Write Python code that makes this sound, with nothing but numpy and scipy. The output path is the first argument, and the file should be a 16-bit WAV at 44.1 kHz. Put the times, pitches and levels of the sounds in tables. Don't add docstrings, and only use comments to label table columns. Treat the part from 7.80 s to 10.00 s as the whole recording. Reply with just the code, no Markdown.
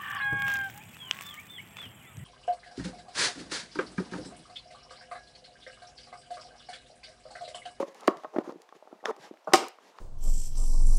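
import sys
import numpy as np
from scipy import signal
from scipy.fft import rfft, irfft, next_fast_len
from scipy.io import wavfile
from scipy.ndimage import uniform_filter1d

SR = 44100
rng = np.random.default_rng(int(sys.argv[2]) if len(sys.argv) > 2 else 0)


def transcribe(u):
    v = np.clip(np.atleast_2d(u).T, -1, 1)
    q = np.round(v * 32767).astype(np.int16)
    wavfile.write(sys.argv[1], SR, q)


def to_linear_factor(level_db):
    exponent = np.asarray(level_db, float) / 20
    return 10 ** exponent


N = 97152

# f/Hz, density/(dB per Hz)
HUSH_SPECTRUM = [(18, -70), (30, -34), (195, -39), (261, -40.5), (358, -9.5), (768, -4.5), (1170, -10),
                 (1450, -14.5), (5410, -24), (15100, -39.5), (16400, -45.5)]
HUSH_RMS_DB = -64
# f/Hz, t60/s
ROOM_DECAY = [(200, 0.18), (800, .35), (3000, 0.33), (8000, 0.23), (15000, 0.21)]
ROOM_DELAY_S, ROOM_RENEWAL_S = 0.0047, 0.12
BOX_WET_DB, EDGE_WET_DB, SNAP_WET_DB = -15, -19.5, -7.5

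# t/s, level/dB, f/Hz
BUMPS = [(0.074, -45, 185), (0.361, -39.5, 155), (0.467, -47, 149), (0.632, -45, 190), (0.759, -43.5, 177),
         (0.95, -49, 153), (1.15, -51.5, 200), (1.394, -37.5, 138), (1.686, -29, 172)]
BUMP_RISE_S, BUMP_T60_S = 0.004, 0.06

# t/s, level/dB
PLUCKS = [(.0033, -23), (.027, -25.5)]
# f/Hz, level/dB, t60/s
STRAP_PARTIALS = [(548, -0.5, 0.1), (1175, -14, 0.035)]
SAG_RATIO, SAG_S = 0.083, 0.006

# start/s, length/s, rms/dB, box shake over that/dB, fade in and out/s
STROKES = [(0, 0.019, -41.5, 8, 0.052), (0.033, 0.1, -61.5, -3, 0.013), (0.074, 0.016, -58, -1, 0.014),
           (0.147, 0.068, -57.5, 1, 0.022), (0.232, 0.068, -54.5, 8.5, 0.068),
           (0.287, 0.027, -60, 22.5, 0.0056), (0.318, 0.045, -67.5, 15, 0.018),
           (0.367, 0.088, -62.5, -8, 0.013), (0.46, 0.069, -70.5, 6, 0.014),
           (0.534, 0.088, -61.5, 17, 0.011), (0.638, 0.079, -58.5, 12, 0.015),
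           (0.798, 0.051, -70, 7, 0.007), (0.947, 0.027, -62, 1, 0.0095), (1.07, 0.092, -75.5, 18, 0.016),
           (1.251, 0.061, -49, 13, 0.006), (1.373, 0.022, -77.5, 24, 0.0066),
           (1.407, 0.074, -52, 2.5, 0.055), (1.673, 0.17, -59.5, 16, 0.0045),
           (1.816, 0.072, -50.5, 6, 0.03), (2.01, 0.11, -61, -1.5, 0.052),
           (2.145, 0.086, -64.5, 5.5, 0.045)]
# f/Hz, density/(dB per Hz)
SCRAPE_SPECTRUM = [(820, -2), (1400, -16), (1610, -3), (2480, -8.5), (3580, -11.5), (5900, -13.5),
                   (7000, -15.5), (8200, -23), (9800, -22), (13200, -33), (16000, -42)]
# f/Hz, density/(dB per Hz)
SHAKE_SPECTRUM = [(47, -55), (80, -38.5), (343, -11), (457, -0.5), (618, -9), (1050, -6), (1390, -12.5),
                  (1650, -29), (3000, -50), (5500, -120)]
SLIPS_PER_S, SLIP_SPREAD_DB = 12000, 2

# start/s, length/s, level/dB, f/Hz, end pitch over start
SQUEAKS = [(1.643, 0.014, -58.5, 590, 0.92), (1.645, .008, -63.5, 6200, 0.83),
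           (1.2, 0.012, -59, 2100, 0.84)]
SQUEAK_FLUTTER_DB = 6

# t/s, peak/dB, centre f/Hz, width/octaves
TICKS = [(0.0273, -53, 3100, 0.99), (0.1458, -46.5, 5030, 1), (0.208, -42, 5980, 0.65),
         (0.2338, -43, 2500, 0.68), (0.2752, -27, 5200, 1), (0.277, -27.5, 5200, 1),
         (0.2789, -22.5, 4150, 0.25), (0.2795, -18, 1830, 0.44), (0.371, -39, 3220.0, 0.78),
         (0.436, -47, 2770.0, 1), (0.4452, -44, 2600, 0.45), (0.564, -39.5, 2000, 0.37),
         (0.5862, -33.5, 2060, 0.54), (0.6375, -49.5, 2930.0, 0.52), (0.696, -48, 2500.0, 0.67),
         (0.7222, -47, 4870, 0.4), (0.8186, -45, 5800, 0.75), (0.567, -40, 1800, 0.27),
         (1.2556, -30.5, 3500, 0.67), (1.3116, -46.5, 2260, 0.52), (1.3643, -48, 4770.0, 0.88),
         (1.5388, -52, 2280, 0.5), (1.5727, -50.5, 2340, 0.33), (1.674, -50.5, 3320, 0.78),
         (1.7233, -39.5, 2340, 0.53), (1.8835, -31.5, 9900, 1), (2.1855, -45.0, 2500, 0.64)]
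TICK_FALL_S, TICK_DULL_HZ = 0.018, 11900
# f/Hz, half width/Hz, level added to a flat 1/dB
BLADE_RESONANCES = [(1800, 340, 10), (3530, 195, -6.5), (4760, 180, 0.5), (7030, 190, 0)]

# t/s, peak/dB
BLADE_SLIPS = [(0.8905, -43.5), (1.2563, -14), (1.5386, -52), (1.7375, -18.5)]
# f/Hz, level/dB, t60/s
BLADE_MODES = [(1716, 4.5, 0.0062), (3500, -4, 0.0081), (5500, -9, 0.0091), (6200, -11, 0.0084)]
# t/s, peak/dB
STRAP_RELEASE = (1.736, -9)
# f/Hz, level/dB, t60/s
STRAP_END_MODES = [(2000, 6.5, 0.021), (3760, -0.5, 0.022), (5100, -11.5, 0.048), (5970, 2.5, 0.032),
                   (9000, -7.5, 0.026)]

# f/Hz, level/dB, t60/s
BOX_MODES = [(190, -1.5, 0.037), (269.3, -12.5, 0.063), (345, 3.5, 0.064), (490, -4, 0.049),
             (630, -3, 0.056), (770, 1, 0.038), (840, -17, 0.063), (1080, 6.5, 0.031), (1250, -4, 0.048),
             (1380, 8, 0.0097), (1795, 8.5, 0.034), (2070, -25, 0.0133)]
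# t/s, peak/dB, best excited f/Hz, reach/octaves, ring time over the free panel's
KNOCKS = [(0.0033, -17.5, 430, 0.11, 0.16), (0.027, -20.5, 440, 0.92, 0.52), (0.0817, -36, 496, 0.21, 0.35),
          (0.1514, -44.5, 694, 0.71, 0.61), (0.2323, -39, 790, 0.87, 0.49), (0.2789, -5.5, 750, 0.49, 0.4),
          (0.2806, -10.5, 680, 0.36, 0.28), (0.2825, -9, 345, 0.47, 0.36), (0.4354, -37.5, 810, 0.63, 1.1),
          (0.4463, -26, 700, 0.52, 0.86), (0.4495, -27, 900, 0.31, 1.12), (0.537, -42.5, 500, 0.58, 0.59),
          (0.5495, -36, 454, 0.14, 0.88), (0.562, -17.5, 453, 0.68, 0.53), (0.5848, -11, 460, 0.66, 0.33),
          (0.6755, -30.5, 400, 0.58, 0.62), (0.6926, -28.5, 388, 0.98, 0.55),
          (0.6969, -34.5, 326, 0.4, 0.51), (0.7228, -33.5, 490.0, 0.81, 0.53),
          (0.743, -43, 347, 0.27, 0.58), (0.757, -36.5, 356, 0.48, 0.4), (0.8892, -47.5, 680, 0.78, 0.61),
          (0.925, -36.5, 750, 0.46, 0.43), (0.9509, -46.5, 504, 0.76, 0.75),
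          (1.025, -38, 660.0, 0.17, 0.54), (1.054, -46, 706, 0.56, 0.4), (1.0743, -39, 737, 0.32, 0.55),
          (1.1276, -32, 530, 0.57, 0.34), (1.1909, -52, 630.0, 0.51, 0.31), (1.229, -42.5, 490, 0.65, 0.56),
          (1.2394, -33.5, 770.0, 0.31, 1.3), (1.2568, -20, 740, 0.6, 0.3), (1.3106, -25.5, 660, 0.74, 0.39),
          (1.3651, -41, 695, 0.52, 0.47), (1.5108, -32, 352, 0.82, 0.31), (1.539, -43, 750, 0.44, 0.49),
          (1.5689, -55, 980, 0.73, 0.32), (1.6741, -23, 680, 0.15, 1.4), (1.6804, -29, 607, 0.39, 0.45),
          (1.7217, -27, 530, 0.8, 0.57), (1.7362, -8, 810, 0.89, 0.89), (1.738, -11.5, 345.0, 0.47, 1.04),
          (1.7395, -7, 770.0, 0.18, 1.6), (1.7424, -4.5, 1080, 0.28, 0.8), (1.79, -22.5, 770, 0.53, 0.49),
          (1.9863, -40.5, 865, 0.5, 0.4), (2.1865, -33.5, 1090.0, 0.25, 0.31)]
MODE_SCATTER_DB = 4
CONTACT_CYCLES, PUNCH_DELAY_CYCLES = 0.5, 0.73
PUNCH_OVER_RING_DB = -6

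# t/s, onset rms/dB, t60/s
SNAP_CRACKS = [(1.7345, -10.5, 0.032), (1.7359, -10, 0.02), (1.7454, -15.5, 0.012), (1.752, -25, 0.044),
               (1.7572, -19.5, 0.024)]
# f/Hz, density/(dB per Hz)
CRACK_SPECTRUM = [(760, -4.5), (1300, -5.5), (1610, -27), (2210, -8), (3830, -14), (4540, -15.5),
                  (4940, -9), (6110, -12.5), (8400, -13.5), (9600, -24), (14700, -35.5), (16400, -58.5)]


def unit(x):
    return x / np.sqrt(np.mean(x ** 2) + 1e-20)


def along(points, hz):
    f, v = np.transpose(points)
    return np.interp(np.log(hz + 1), np.log(f + 1), v)


def coloured(x, spectrum):
    m = next_fast_len(len(x) + 8192)
    gain = to_linear_factor(along(spectrum, np.fft.rfftfreq(m, 1 / SR)))
    return unit(irfft(rfft(x, m) * gain, m)[:len(x)])


def even(x):
    z = rfft(x)
    power = uniform_filter1d(np.abs(z) ** 2, size=max(3, len(x) // 400))
    return z / np.sqrt(np.abs(power) + 1e-20)


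def patchy(x, depth_db):
    z = signal.stft(x, nperseg=256)[2]
    field = uniform_filter1d(rng.standard_normal(z.shape), size=5, axis=0)
    field = uniform_filter1d(field, size=14, axis=1)
    return unit(signal.istft(z * to_linear_factor(depth_db * unit(field)), nperseg=256)[1][:N])


def add(track, s, sound):
    part = track[round(s * SR):][:len(sound)]
    part += sound[:len(part)]


def hush():
    return to_linear_factor(HUSH_RMS_DB) * coloured(rng.standard_normal(N), HUSH_SPECTRUM)


def room(x):
    out, step = np.zeros(N), round(ROOM_RENEWAL_S * SR)
    for i in range(0, N, step):
        hz, t, z = signal.stft(rng.standard_normal(SR // 2), SR, nperseg=256)
        decay = to_linear_factor(-60 * t / along(ROOM_DECAY, hz)[:, None])
        tail = signal.istft(z * decay, SR, nperseg=256)[1]
        echo = signal.fftconvolve(x[i:i + step], tail / np.linalg.norm(tail))
        add(out, i / SR + ROOM_DELAY_S, echo)
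    return out


def bumps():
    out, t = np.zeros(N), np.arange(SR // 4) / SR
    rise = 1 - np.exp(-t / BUMP_RISE_S)
    for s, db, hz in BUMPS:
        add(out, s, to_linear_factor(db - 60 * t / BUMP_T60_S) * rise * np.sin(2 * np.pi * hz * t))
    return out


def twang():
    out, t = np.zeros(N), np.arange(SR // 4) / SR
    bent_t = t + SAG_RATIO * SAG_S * (1 - np.exp(-t / SAG_S))
    note = sum(to_linear_factor(db - 60 * t / t60) * np.sin(2 * np.pi * hz * bent_t)
               for hz, db, t60 in STRAP_PARTIALS)
    for s, db in PLUCKS:
        add(out, s, to_linear_factor(db) * note)
    return out


def scrapes():
    chance, sign, size = rng.random((3, 2, N))
    size_gain = to_linear_factor(-SLIP_SPREAD_DB * np.log(size + 1e-6))
    slips = (chance < SLIPS_PER_S / SR) * np.sign(sign - 0.5) * size_gain
    t = np.arange(N) / SR
    edge_gain, box_gain = np.zeros(N), np.zeros(N)
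    for s, length, db, shake_db, fade in STROKES:
        gate = np.clip(np.minimum(t - s, s + length - t) / fade + 0.5, 0, 1)
        edge_gain += to_linear_factor(db) * gate
        box_gain += to_linear_factor(db + shake_db) * gate
    hiss = patchy(coloured(slips[0], SCRAPE_SPECTRUM), depth_db=1.5)
    shake = patchy(coloured(slips[1], SHAKE_SPECTRUM), depth_db=5.5)
    return edge_gain * hiss + box_gain * shake


def squeaks():
    out = np.zeros(N)
    drift = uniform_filter1d(rng.standard_normal((len(SQUEAKS), 4096)), size=100)
    flutter = to_linear_factor(SQUEAK_FLUTTER_DB * unit(drift))
    for (s, length, db, hz, glide), f in zip(SQUEAKS, flutter):
        u = np.clip(np.arange(4096) / SR / length, 0, 1)
        whistle = np.sin(2 * np.pi * np.cumsum(hz * glide ** u) / SR)
        add(out, s, to_linear_factor(db) * f * np.sin(np.pi * u) * whistle)
    return out


def ticks():
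    out, t = np.zeros(N), np.arange(1024) / SR
    hz = np.fft.rfftfreq(1024, 1 / SR) + 1
    blade = 1 + sum(to_linear_factor(db) / (1 + ((hz - mode_hz) / half_hz) ** 2)
                    for mode_hz, half_hz, db in BLADE_RESONANCES)
    dull = 1 + (hz / TICK_DULL_HZ) ** 4
    noise = rng.standard_normal((len(TICKS), 1024))
    for (s, db, centre_hz, width), c in zip(TICKS, noise):
        band = np.exp(-0.25 * (np.log2(hz / centre_hz) / width) ** 2)
        tick = irfft(even(c * to_linear_factor(-60 * t / TICK_FALL_S)) * band * blade / dull)
        tick = tick * to_linear_factor(-30 * t / TICK_FALL_S)
        add(out, s, to_linear_factor(db) * tick / np.abs(tick).max())
    return out


def pings():
    out, t = np.zeros(N), np.arange(4096) / SR
    rise = 1 - np.exp(-t / 0.0002)
    events = [(row, BLADE_MODES) for row in BLADE_SLIPS] + [(STRAP_RELEASE, STRAP_END_MODES)]
    for (s, db), modes in events:
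        hz, level, t60 = np.transpose(modes)[:, :, None]
        level_db, detune, phase = rng.standard_normal((3, len(modes), 1))
        swing = np.sin(2 * np.pi * hz * (1 + 0.01 * detune) * t + phase)
        ring = (to_linear_factor(level + level_db - 60 * t / t60) * swing).sum(0) * rise
        add(out, s, to_linear_factor(db) * ring / np.abs(ring).max())
    return out


def knocks():
    out, t = np.zeros(N), np.arange(SR // 4) / SR
    hz, level, t60 = np.transpose(BOX_MODES)[:, :, None]
    chance = rng.standard_normal((len(KNOCKS), len(BOX_MODES), 1))
    for (s, db, best_hz, reach, free), c in zip(KNOCKS, chance):
        near = np.exp(-0.5 * (np.log2(hz / best_hz) / reach) ** 2)
        decay = to_linear_factor(level + MODE_SCATTER_DB * c - 60 * t / (t60 * free))
        ring = (near * decay * np.sin(2 * np.pi * hz * t)).sum(0)
        ring = ring * (1 - np.exp(-t * best_hz / CONTACT_CYCLES))
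        u = (np.pi * (t * best_hz - PUNCH_DELAY_CYCLES)) ** 2
        punch = to_linear_factor(PUNCH_OVER_RING_DB) * (2 * u - 1) * np.exp(-u)
        knock = punch + ring / np.abs(ring).max()
        add(out, s, -to_linear_factor(db) * knock / np.abs(knock).max())
    return out


def snap():
    out, t = np.zeros(N), np.arange(4096) / SR
    colour = to_linear_factor(along(CRACK_SPECTRUM, np.fft.rfftfreq(4096, 1 / SR)))
    noise = rng.standard_normal((len(SNAP_CRACKS), 4096))
    for (s, db, t60), c in zip(SNAP_CRACKS, noise):
        fall = to_linear_factor(-60 * t / t60)
        crack = irfft(even(c * fall) * colour) * (t < 2 * t60)
        add(out, s, to_linear_factor(db) * crack / np.sqrt(np.sum(crack ** 2) / np.sum(fall ** 2)))
    return out


def scene():
    box = bumps() + twang() + knocks()
    edge = scrapes() + squeaks() + ticks() + pings()
    tear = snap()
    wet = room(to_linear_factor(BOX_WET_DB) * box + to_linear_factor(EDGE_WET_DB) * edge + to_linear_factor(SNAP_WET_DB) * tear)
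    return (hush() + wet + box + edge + tear)[None]


def top_cut(x):
    return signal.sosfilt(signal.butter(12, 16510, fs=SR, output="sos"), x)


def record(dry):
    peak, bass_cut_hz, stopband_hz = 0.97, 192.5, 16650
    rounded = peak * np.tanh(dry / peak)
    high_pass = signal.butter(4, bass_cut_hz, "high", fs=SR, output="sos")
    low_pass = signal.cheby2(10, 40, stopband_hz, fs=SR, output="sos")
    mix = signal.sosfilt(np.vstack([high_pass, low_pass]), rounded)
    return top_cut(mix)


dry = scene()
out = record(dry)
transcribe(out)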